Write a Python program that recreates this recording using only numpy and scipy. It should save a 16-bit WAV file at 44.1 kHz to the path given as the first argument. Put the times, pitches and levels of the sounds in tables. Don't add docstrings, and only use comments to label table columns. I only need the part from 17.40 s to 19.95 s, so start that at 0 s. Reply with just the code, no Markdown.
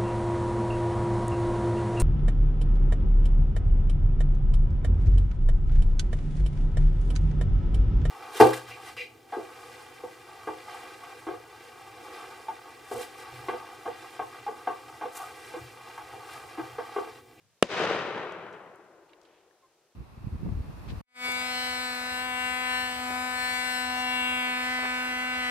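import sys
import numpy as np
from scipy import signal
from scipy.fft import rfft, irfft
from scipy.io import wavfile

SR = 44100
rng = np.random.default_rng(int(sys.argv[2]) if len(sys.argv) > 2 else 0)


def master_out(mix):
    frames = np.transpose(np.atleast_2d(mix))
    ceiling = np.clip(frames, -1, 1)
    pcm = np.round(ceiling * 32767).astype(np.int16)
    wavfile.write(sys.argv[1], SR, pcm)


N = 112454
TIME = np.arange(N) / SR

# f/Hz, correlation
LIKENESS = [(60, 0.8), (130, 0.81), (290, 0.98), (640, 0.92), (1410, 0.75), (3100, 0.53), (6820, -0.25),
            (15000, -0.55)]
# f/Hz, left minus right/dB
LEFT_LEAN = [(60, 5), (200, 4), (500, 3), (1500, 3.5), (4400, 2.5), (9000, 0.5)]
# f/Hz, relative density/dB
AIR_COLOUR = [(30, -20), (70, -12), (140, -6), (250, -9), (450, -3.5), (1000, -8), (2500, -10),
              (6000, -10.5), (11000, -16), (15500, -20)]
# f/Hz, relative density/dB
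FAR_COLOUR = [(100, -20), (250, -24), (350, 2.5), (600, -3.5), (900, -8), (1600, -17), (3000, -28),
              (8000, -50)]
# t/s, level/dB
ROLL_LEVEL = [(.235, -55), (.285, -49.5), (.308, -35), (.37, -31.5), (.41, -28.5), (.48, -29.5),
              (.545, -28), (.585, -31.5), (.73, -34.5), (.785, -34), (.92, -38), (1.14, -43), (1.35, -50.5),
              (1.65, -59.5), (2.0, -67.5), (2.55, -75.5)]
# f/Hz, relative density/dB
ROLL_COLOUR = [(30, -58), (48, -38), (68, -21.5), (100, -13), (180, -6), (270, -13.5), (340, -1), (420, 3),
               (600, -2.5), (950, -3.5), (1500, -5), (2200, -8), (3100, -10), (4000, -16), (6000, -24),
               (9000, -41), (15000, -63.5)]
# f/Hz, loss/(dB/s)
AIR_LOSS = [(60, 3.5), (200, 2), (380, 3), (700, 2), (1400, 2), (2800, 14), (5000, 29), (10000, 31.5)]
# t/s, peak level/dB, low-pass f/Hz
SLAPS = [(.4005, -19, 696), (0.4166, -19.5, 800), (0.4423, -21.5, 1220), (0.4714, -17.5, 4494),
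         (.5105, -17, 1300), (0.548, -18, 2000), (0.651, -23.5, 1500), (.763, -35, 500)]
# t/s, peak level/dB, centre f/Hz, t60/s, left minus right/dB
LANDINGS = [(.6614, -60, 9000, .012, -1), (.8504, -59, 8500, .012, -3), (.9228, -44.5, 6240, 0.0065, 4),
            (1.1268, -57.5, 5240, 0.1, 4), (1.3578, -57.5, 9000, .01, -4), (1.4444, -64, 8000, .012, -1),
            (1.693, -58, 2760, 0.15, -6), (1.7325, -44.5, 2380, 0.033, -4),
            (1.8152, -54.5, 5000, 0.011, 10), (1.8322, -61, 4700, 0.034, 0), (1.85, -56, 3140, .1, -6),
            (2.110, -58, 1353, .02, 10)]
# f/Hz, relative density/dB
TURF_COLOUR = [(40, -18.5), (100, -9.5), (200, -5), (420, 1), (800, -6), (1500, -18), (3000, -22),
               (7000, -37.5), (15000, -61.5)]
# f/Hz, width/Hz, relative level/dB
WALL_MODES = [(1280, 120, -1), (2860, 230, 4), (5950, 1000, -3), (8900, 800, -7)]
# t/s, gain/dB, low-pass f/Hz
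RIPS = [(0.2255, -15, 9476), (0.2282, -19, 4477), (0.2303, -29.5, 4000)]

BURST_S, SHOCK_LENGTH_S = .226, .0016
ROLL_PEAK_S, CLUMP_S, CLUMP_DB = .44, .004, 1.4


def from_db(db):
    return 10 ** (np.asarray(db) / 20)


def rms_one(x):
    return x / np.sqrt(np.mean(x ** 2) + 1e-20)


def at_hz(points, hz):
    f, value = np.transpose(points)
    return np.interp(np.log(hz), np.log(f), value)


def butter(x, hz, kind, order=2):
    return signal.sosfilt(signal.butter(order, hz, kind, fs=SR, output="sos"), x + 1e-18)


def resonance(x, hz, width_hz):
    r = np.exp(-np.pi * width_hz / SR)
    return signal.lfilter([1, 0, -1], [1, -2 * r * np.cos(2 * np.pi * hz / SR), r * r], x)


def pan(db):
    return from_db(np.array([[db], [-db]]) / 2)


def from_left(x, lag_s=.00004):
    delay = np.exp(-2j * np.pi * np.fft.rfftfreq(N, 1 / SR) * lag_s)
    return np.array([x[0], irfft(rfft(x[1]) * delay, N)])


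def decay(start, t60):
    return (TIME >= start) * np.exp(-np.log(1000) * np.maximum(TIME - start, 0) / t60)


def wander(step_s):
    return np.interp(TIME / step_s, np.arange(N), rng.standard_normal(N))


def stereo_noise(spread):
    return rng.standard_normal(N) + spread * rng.standard_normal((2, N))


def clicks(per_s):
    own = (rng.random((2, N)) < per_s / SR) * rng.standard_normal((2, N))
    return own + .4 * own[::-1]


def diffuse(colour, gain_db=lambda hz: 0):
    edges = 25 * 2 ** (np.arange(29) / 3)
    white = rng.standard_normal((2, 2, N))
    out, power = 0, 0
    for k, (low, high) in enumerate(zip(edges, edges[1:])):
        hz = np.sqrt(low * high)
        mid, side = butter(white[k % 2], [low, high], "band", order=3)
        alike = at_hz(LIKENESS, hz)
        pair = np.sqrt((1 + alike) / 2) * mid + np.sqrt((1 - alike) / 2) * side * [[1], [-1]]
        gain = from_db(at_hz(colour, hz))
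        out += gain * from_db(gain_db(hz)) * pair * pan(at_hz(LEFT_LEAN, hz))
        power += gain ** 2 * (high - low) / (SR / 2)
    return out / np.sqrt(power)


def air():
    return from_db(-71.5) * diffuse(AIR_COLOUR) * pan(-1.6)


def gust(peak_s=.063, spread_s=.066):
    rumble = rms_one(butter(stereo_noise(spread=1), [75, 194], "band", order=3))
    return from_db(-71.5) * rumble * np.exp(-((TIME - peak_s) / spread_s) ** 2)


def peep(start_s=2.223, length_s=.046, hz=1070, waver_hz=20):
    progress = np.clip((TIME - start_s) / length_s, 0, 1)
    swell = np.sqrt(np.abs(np.sin(np.pi * progress)))
    phase = 2 * np.pi * np.cumsum(hz + waver_hz * wander(step_s=.005)) / SR
    return from_db(-60) * swell * (np.sin(phase) + from_db(-15.5) * np.sin(2 * phase))


def far_echo(hold_until_s=1.816, fall_db_per_s=20):
    level_db = -62 - fall_db_per_s * np.maximum(TIME - hold_until_s, 0)
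    return (TIME > ROLL_PEAK_S) * from_db(level_db) * diffuse(FAR_COLOUR)


def soil_patter(peak_s=1.945, spread_s=.085):
    grains = rms_one(butter(clicks(per_s=1300), [1407, 3300], "band"))
    return from_db(-68.5) * grains / (1 + ((TIME - peak_s) / spread_s) ** 2)


def fragments(band_ratio=1.41):
    out = 0
    for start, db, hz, t60, pan_db in LANDINGS:
        impact = stereo_noise(spread=.5) * decay(start, t60)
        crunch = butter(impact, [hz / band_ratio, hz * band_ratio], "band")
        out += from_db(db) * pan(pan_db) * crunch / np.abs(crunch).max()
    return out


def spray():
    grains = rms_one(butter(clicks(per_s=1800), [1200, 6300], "band", order=3))
    return from_db(-48.5) * grains * decay(BURST_S + SHOCK_LENGTH_S, t60=.45)


def rolling_echo():
    level_db = np.interp(TIME, *np.transpose(ROLL_LEVEL))
    extra_travel_s = np.maximum(TIME, BURST_S) - ROLL_PEAK_S
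    clumps = from_db(CLUMP_DB * wander(CLUMP_S))
    roll = diffuse(ROLL_COLOUR, lambda hz: level_db - at_hz(AIR_LOSS, hz) * extra_travel_s)
    return butter((TIME > BURST_S) * clumps * roll, 77, "high", order=4)


def slaps():
    out = 0
    for start, db, hz in SLAPS:
        dulled = butter(shock(start), hz, "low")
        echo = butter(dulled, 326, "high")
        out += from_db(db) * echo / np.abs(echo).max()
    return out * pan(3)


def turf():
    return from_db(-30.5) * diffuse(TURF_COLOUR) * decay(BURST_S + SHOCK_LENGTH_S, t60=.13)


def shock(start):
    phase = (TIME - start) / SHOCK_LENGTH_S
    wave = (2 * phase - 1) * ((phase >= 0) & (phase < 1))
    return butter(butter(wave, 170, "high", order=1), 4300, "low")


def burst(thump_delay_s=.0038):
    tear = stereo_noise(spread=.76)
    wall = sum(from_db(db) * rms_one(resonance(tear, hz, width)) for hz, width, db in WALL_MODES)
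    rips = sum(from_db(db) * butter(wall * decay(start, t60=.007), hz, "low", order=3)
               for start, db, hz in RIPS)
    crack = from_db(2) * shock(BURST_S) * pan(1.2)
    thump = from_db(-9) * butter(shock(BURST_S + thump_delay_s), 330, "low") * pan(2.5)
    return butter(rips + crack + thump, 50, "high")


def scene():
    bang = burst() + turf() + spray()
    echoes = from_left(rolling_echo() + slaps() + far_echo())
    return bang + echoes + fragments() + soil_patter() + peep() + gust() + air()


def record(dry, clip_level=.505, stopband_hz=16900):
    top_cut = signal.cheby2(12, 70, stopband_hz, fs=SR, output="sos")
    return signal.sosfilt(top_cut, np.clip(dry, -clip_level, clip_level))


dry = scene()
out = record(dry)
master_out(out)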